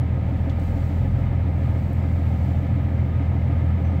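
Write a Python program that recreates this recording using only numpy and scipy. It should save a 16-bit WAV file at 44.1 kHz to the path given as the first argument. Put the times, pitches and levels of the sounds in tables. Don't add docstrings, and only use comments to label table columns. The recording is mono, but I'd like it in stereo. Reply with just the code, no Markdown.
import sys
import numpy as np
from scipy import signal
from scipy.fft import rfft, irfft
from scipy.io import wavfile
from scipy.ndimage import uniform_filter1d

SR = 44100
rng = np.random.default_rng(int(sys.argv[2]) if len(sys.argv) > 2 else 0)


def wav_record(signal):
    frames = np.transpose(np.atleast_2d(signal))
    bounded = np.clip(frames, -1, 1)
    quanta = np.round(bounded * 32767).astype(np.int16)
    wavfile.write(sys.argv[1], SR, quanta)


N = 176400

# t/s, speed/rpm
IDLE_SPEED = [(0, 822), (.3, 793), (.7, 840), (.9, 826), (1.1, 874), (1.45, 827), (2.1, 835), (2.4, 814),
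              (2.6, 841), (3.0, 831), (3.3, 823), (4.0, 835)]
# f/Hz, level/dB per Hz
CAB_RUMBLE = [(15, -86), (31, -80.5), (45, -63), (58, -67), (85, -51.5), (118, -45), (145, -55), (200, -59),
              (300, -71), (600, -110)]
# multiple of the cycle rate, level/dB
FIRING_TONES = [(6, -32.5), (12, -22), (18, -27.5), (24, -42)]
# t/s, gain/dB
SUB_RIDE = [(0, -9), (.45, -6.5), (.75, 2), (.88, -8), (1.05, 3), (1.3, 0), (1.45, -8), (2, -5), (2.3, -13),
            (2.6, -6.5), (3.2, -8), (4, -13.5)]
# t/s, gain/dB
DRONE_RIDE = [(0, -0.5), (.3, -2.5), (.45, 0), (.85, -2.5), (1.0, 0), (2.2, -1), (2.45, 0), (4, 1)]
# multiple of the cycle rate, level/dB
UNEVEN_TONES = [(7, -54.5), (8, -63.5), (9, -49.5), (10, -48.5), (13, -47), (14, -38), (15, -42),
                (16, -41.5), (17, -41), (20, -46), (21, -46), (22, -45.5), (23, -54.5), (25, -43.5),
                (26, -53.5), (27, -41.5), (28, -42), (29, -41), (31, -47.5), (33, -47.5), (34, -50),
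                (35, -47.5)]
CYLINDER_ACCENTS = [-1, -1.5, -3.5, -1, -1.5, -0.5]
# f/Hz, level/dB per Hz
KNOCK_MID_EQ = [(100, -68.5), (180, -59), (290, -60), (330, -64), (440, -69.5), (490, -67.5), (535, -63),
                (590, -67.5), (650, -70), (690, -66), (727, -73.5), (760, -66.5), (808, -71), (858, -71),
                (895, -71.5), (1000, -86), (1400, -88.5), (3000, -125)]
KNOCK_SIDE_EQ = [(100, -70.5), (200, -62.5), (300, -66), (360, -71), (420, -77), (465, -82), (520, -65),
                 (620, -83), (805, -64.5), (950, -80.5), (1100, -78.5), (1400, -72), (3000, -125)]
# f/Hz, level/dB per Hz
CLATTER_MID_EQ = [(500, -105), (950, -78), (1130, -83), (1250, -75.5), (1480, -84.5), (1590, -84.5),
                  (1820, -84.5), (2140, -79.5), (2650, -87), (3500, -94.5), (5000, -105), (7000, -115),
                  (12000, -140)]
CLATTER_SIDE_EQ = [(500, -100), (950, -79), (1080, -69.5), (1180, -80), (1320, -74.5), (1510, -86.5),
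                   (1870, -84), (2240, -82.5), (2600, -87), (3000, -91), (3350, -88), (4000, -98.5),
                   (5000, -105), (7000, -116), (12000, -140)]
# f/Hz, width/Hz, boost/dB
METAL_RINGS = [(1223, 52, 4.5), (1616, 44, 6.5), (1746, 27, 9.5), (1930, 40, 6.5), (2010, 11, 6),
               (2086, 30, 4.5)]
# f/Hz, level/dB per Hz
HISS_EQ = [(2500, -112), (3800, -100), (4500, -101), (5000, -105), (6500, -106.5), (8000, -104),
           (9000, -117), (11000, -112), (13000, -109), (15500, -106)]
# t/s, gain/dB
HISS_RIDE = [(0, -4), (.22, -4), (.3, -1), (.56, -1), (.64, 5.5), (.74, 3), (.83, 4.5), (1.0, 2),
             (1.12, -1.5), (1.21, 1), (1.28, -3), (1.52, -2.5), (1.64, 1.5), (2.05, 1), (2.5, 3), (2.7, -1),
             (3.1, -3), (4, -2)]
# f/Hz, t60/s, relative level/dB
BODY_PANELS = [(191.6, 0.15, -5.5), (244, .08, -8), (276.8, 0.14, 1.5), (293, .06, -3.5), (356, 0.074, -12),
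               (539.4, 0.16, -10.5), (683, 0.16, -13.5), (759, 0.093, -19.5)]
# t/s, level/dB, f/Hz, width/Hz, decay/s
TICK_CUES = [(.495, -43.5, 3200, 1960, 0.0085), (.498, -55, 6100, 3000, .007),
             (0.596, -55.5, 6960, 7000, 0.0054), (1.931, -48.5, 11700, 450, 0.0022),
             (1.929, -59, 9000, 5070, .004), (2.155, -61, 12500, 6000, 0.0044),
             (3.845, -65, 6000, 217, 0.042)]

FIRST_FIRING_CYCLES, KNOCK_LAG_CYCLES, THUMP_LAG_CYCLES = .065, .029, .0646
FIRING_WOBBLE, UNEVEN_WOBBLE = .07, .24
BOOM_PAN_DB, BOOM_WIDTH = 2.5, .17
KNOCK_REPEAT = .55
CAB_RIPPLE_DB, CAB_RIPPLE_STEP_HZ = 1.85, 21.98
THUMP_DB, THUMP_SCATTER_DB, THUMP_RISE_S = -38.5, 2.5, .0082


def undb(db):
    return 10 ** (np.asarray(db) / 20)


def curve(rows):
    return np.interp(np.arange(N) / SR, *np.array(rows, float).T)


def colour(noise, eq):
    hz, db = np.array(eq, float).T
    octave = np.log2(np.maximum(np.fft.rfftfreq(N, 1 / SR), 1))
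    shape = np.interp(octave, np.log2(hz), db) - 24 * np.maximum(octave - np.log2(hz[-1]), 0)
    return irfft(rfft(noise) * undb(shape), N) * np.sqrt(SR / 2)


def drift(rate_hz):
    hold = int(SR / rate_hz)
    steps = np.repeat(rng.standard_normal(N // hold + 1), hold)
    smooth = uniform_filter1d(uniform_filter1d(steps, hold), hold)[:N]
    return smooth / smooth.std()


def stereo(mid, side, pan_db):
    return np.array([mid + side, mid - side]) * undb(np.array([[pan_db], [-pan_db]]) / 2)


def tones(cycles, rows, wobble, drift_hz, spread_rad=0):
    mid, side = 0, 0
    for multiple, db in rows:
        phase = 2 * np.pi * multiple * cycles + spread_rad * rng.standard_normal()
        waver = 1 + wobble * (drift(drift_hz) + 1j * drift(drift_hz))
        tone = np.sqrt(2) * undb(db) * waver * np.exp(1j * phase)
        mid += tone.real
        side += BOOM_WIDTH * multiple / 20 * tone.imag
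    return stereo(mid, side, BOOM_PAN_DB)


def boom(cycles):
    mid, side = (colour(noise, CAB_RUMBLE) for noise in rng.standard_normal((2, N)))
    rumble = stereo(mid, undb(-27) * side, BOOM_PAN_DB)
    sub = tones(cycles, FIRING_TONES[:1], FIRING_WOBBLE, drift_hz=6.35)
    surge = .0035 * np.sin(2 * np.pi * cycles)
    drone = tones(cycles + surge, FIRING_TONES[1:], FIRING_WOBBLE, drift_hz=5.96)
    uneven = tones(cycles, UNEVEN_TONES, UNEVEN_WOBBLE, drift_hz=5.17, spread_rad=1.75)
    return sub * undb(curve(SUB_RIDE)) + drone * undb(curve(DRONE_RIDE)) + uneven + rumble


def bursts(cycles, decay_firings, floor, accent):
    firings = (cycles - KNOCK_LAG_CYCLES + 1) * len(CYLINDER_ACCENTS)
    index = firings.astype(int)
    accent_db = accent * np.array(CYLINDER_ACCENTS)[index % len(CYLINDER_ACCENTS)]
    scatter_db = .76 * rng.standard_normal(400)[index]
    pulse = floor + np.exp(-(firings % 1) / decay_firings)
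    envelope = uniform_filter1d(undb(accent_db + scatter_db) * pulse, size=90)
    return envelope / np.sqrt(np.mean(envelope ** 2))


def knock(cycles):
    envelope = bursts(cycles, decay_firings=.81, floor=.55, accent=1)
    period = int(N / (cycles[-1] - cycles[0]))
    playhead = (cycles % 1 * period).astype(int) % period
    fresh, loop = rng.standard_normal((2, 2, N))
    rattle = np.sqrt(KNOCK_REPEAT) * loop[:, playhead] + np.sqrt(1 - KNOCK_REPEAT) * fresh
    mid, side = envelope * rattle
    return stereo(colour(mid, KNOCK_MID_EQ), colour(side, KNOCK_SIDE_EQ), pan_db=-.7)


def bell(hz, width):
    return 1 / (1 + (2 * (np.fft.rfftfreq(N, 1 / SR) - hz) / width) ** 2)


def ringing(x):
    f = np.fft.rfftfreq(N, 1 / SR)
    ripple = np.interp(f / CAB_RIPPLE_STEP_HZ, np.arange(4096), rng.standard_normal(4096))
    metal_db = sum(boost * bell(hz, width) for hz, width, boost in METAL_RINGS)
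    return irfft(rfft(x) * undb(CAB_RIPPLE_DB * ripple + metal_db), N)


def clatter(cycles):
    envelope = bursts(cycles, decay_firings=1, floor=2.9, accent=.23)
    mid, side = envelope * rng.standard_normal((2, N))
    return stereo(ringing(colour(mid, CLATTER_MID_EQ)), ringing(colour(side, CLATTER_SIDE_EQ)), pan_db=2)


def hiss():
    mid, side = (colour(noise, HISS_EQ) for noise in rng.standard_normal((2, N)))
    return stereo(mid, undb(-1.2) * side, pan_db=-1) * undb(curve(HISS_RIDE))


def thump(cycles):
    out, t = np.zeros(N + SR), np.arange(SR // 4) / SR
    attack = 1 - np.exp(-t / THUMP_RISE_S)
    for start in np.flatnonzero(np.diff(np.floor(cycles - THUMP_LAG_CYCLES)) > 0):
        for hz, t60, db in BODY_PANELS:
            weight, detune = rng.standard_normal(2)
            ring = np.sin(2 * np.pi * hz * (1 + .012 * detune) * t) * undb(-60 * t / t60)
            out[start:start + len(t)] += undb(db + THUMP_SCATTER_DB * weight) * ring * attack
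    return stereo(out[:N] / out[:N].std() * undb(THUMP_DB), 0, pan_db=-2)


def ticks():
    out, t = 0, np.arange(N) / SR
    for start, db, hz, width, decay in TICK_CUES:
        grain = irfft(rfft(rng.standard_normal((2, N))) * bell(hz, width), N)
        envelope = (t >= start) * np.exp(-np.abs(t - start) / decay)
        mid, side = grain / grain.std() * undb(db) * envelope
        out += stereo(mid, undb(-1) * side, pan_db=-1)
    return out


def scene():
    crank_turns = np.cumsum(curve(IDLE_SPEED)) / 60 / SR
    cycles = crank_turns / 2 - FIRST_FIRING_CYCLES
    return boom(cycles) + thump(cycles) + knock(cycles) + clatter(cycles) + hiss() + ticks()


def record(dry):
    return signal.sosfilt(signal.ellip(10, .1, 80, 15600, fs=SR, output="sos"), dry)


dry = scene()
out = record(dry)
wav_record(out)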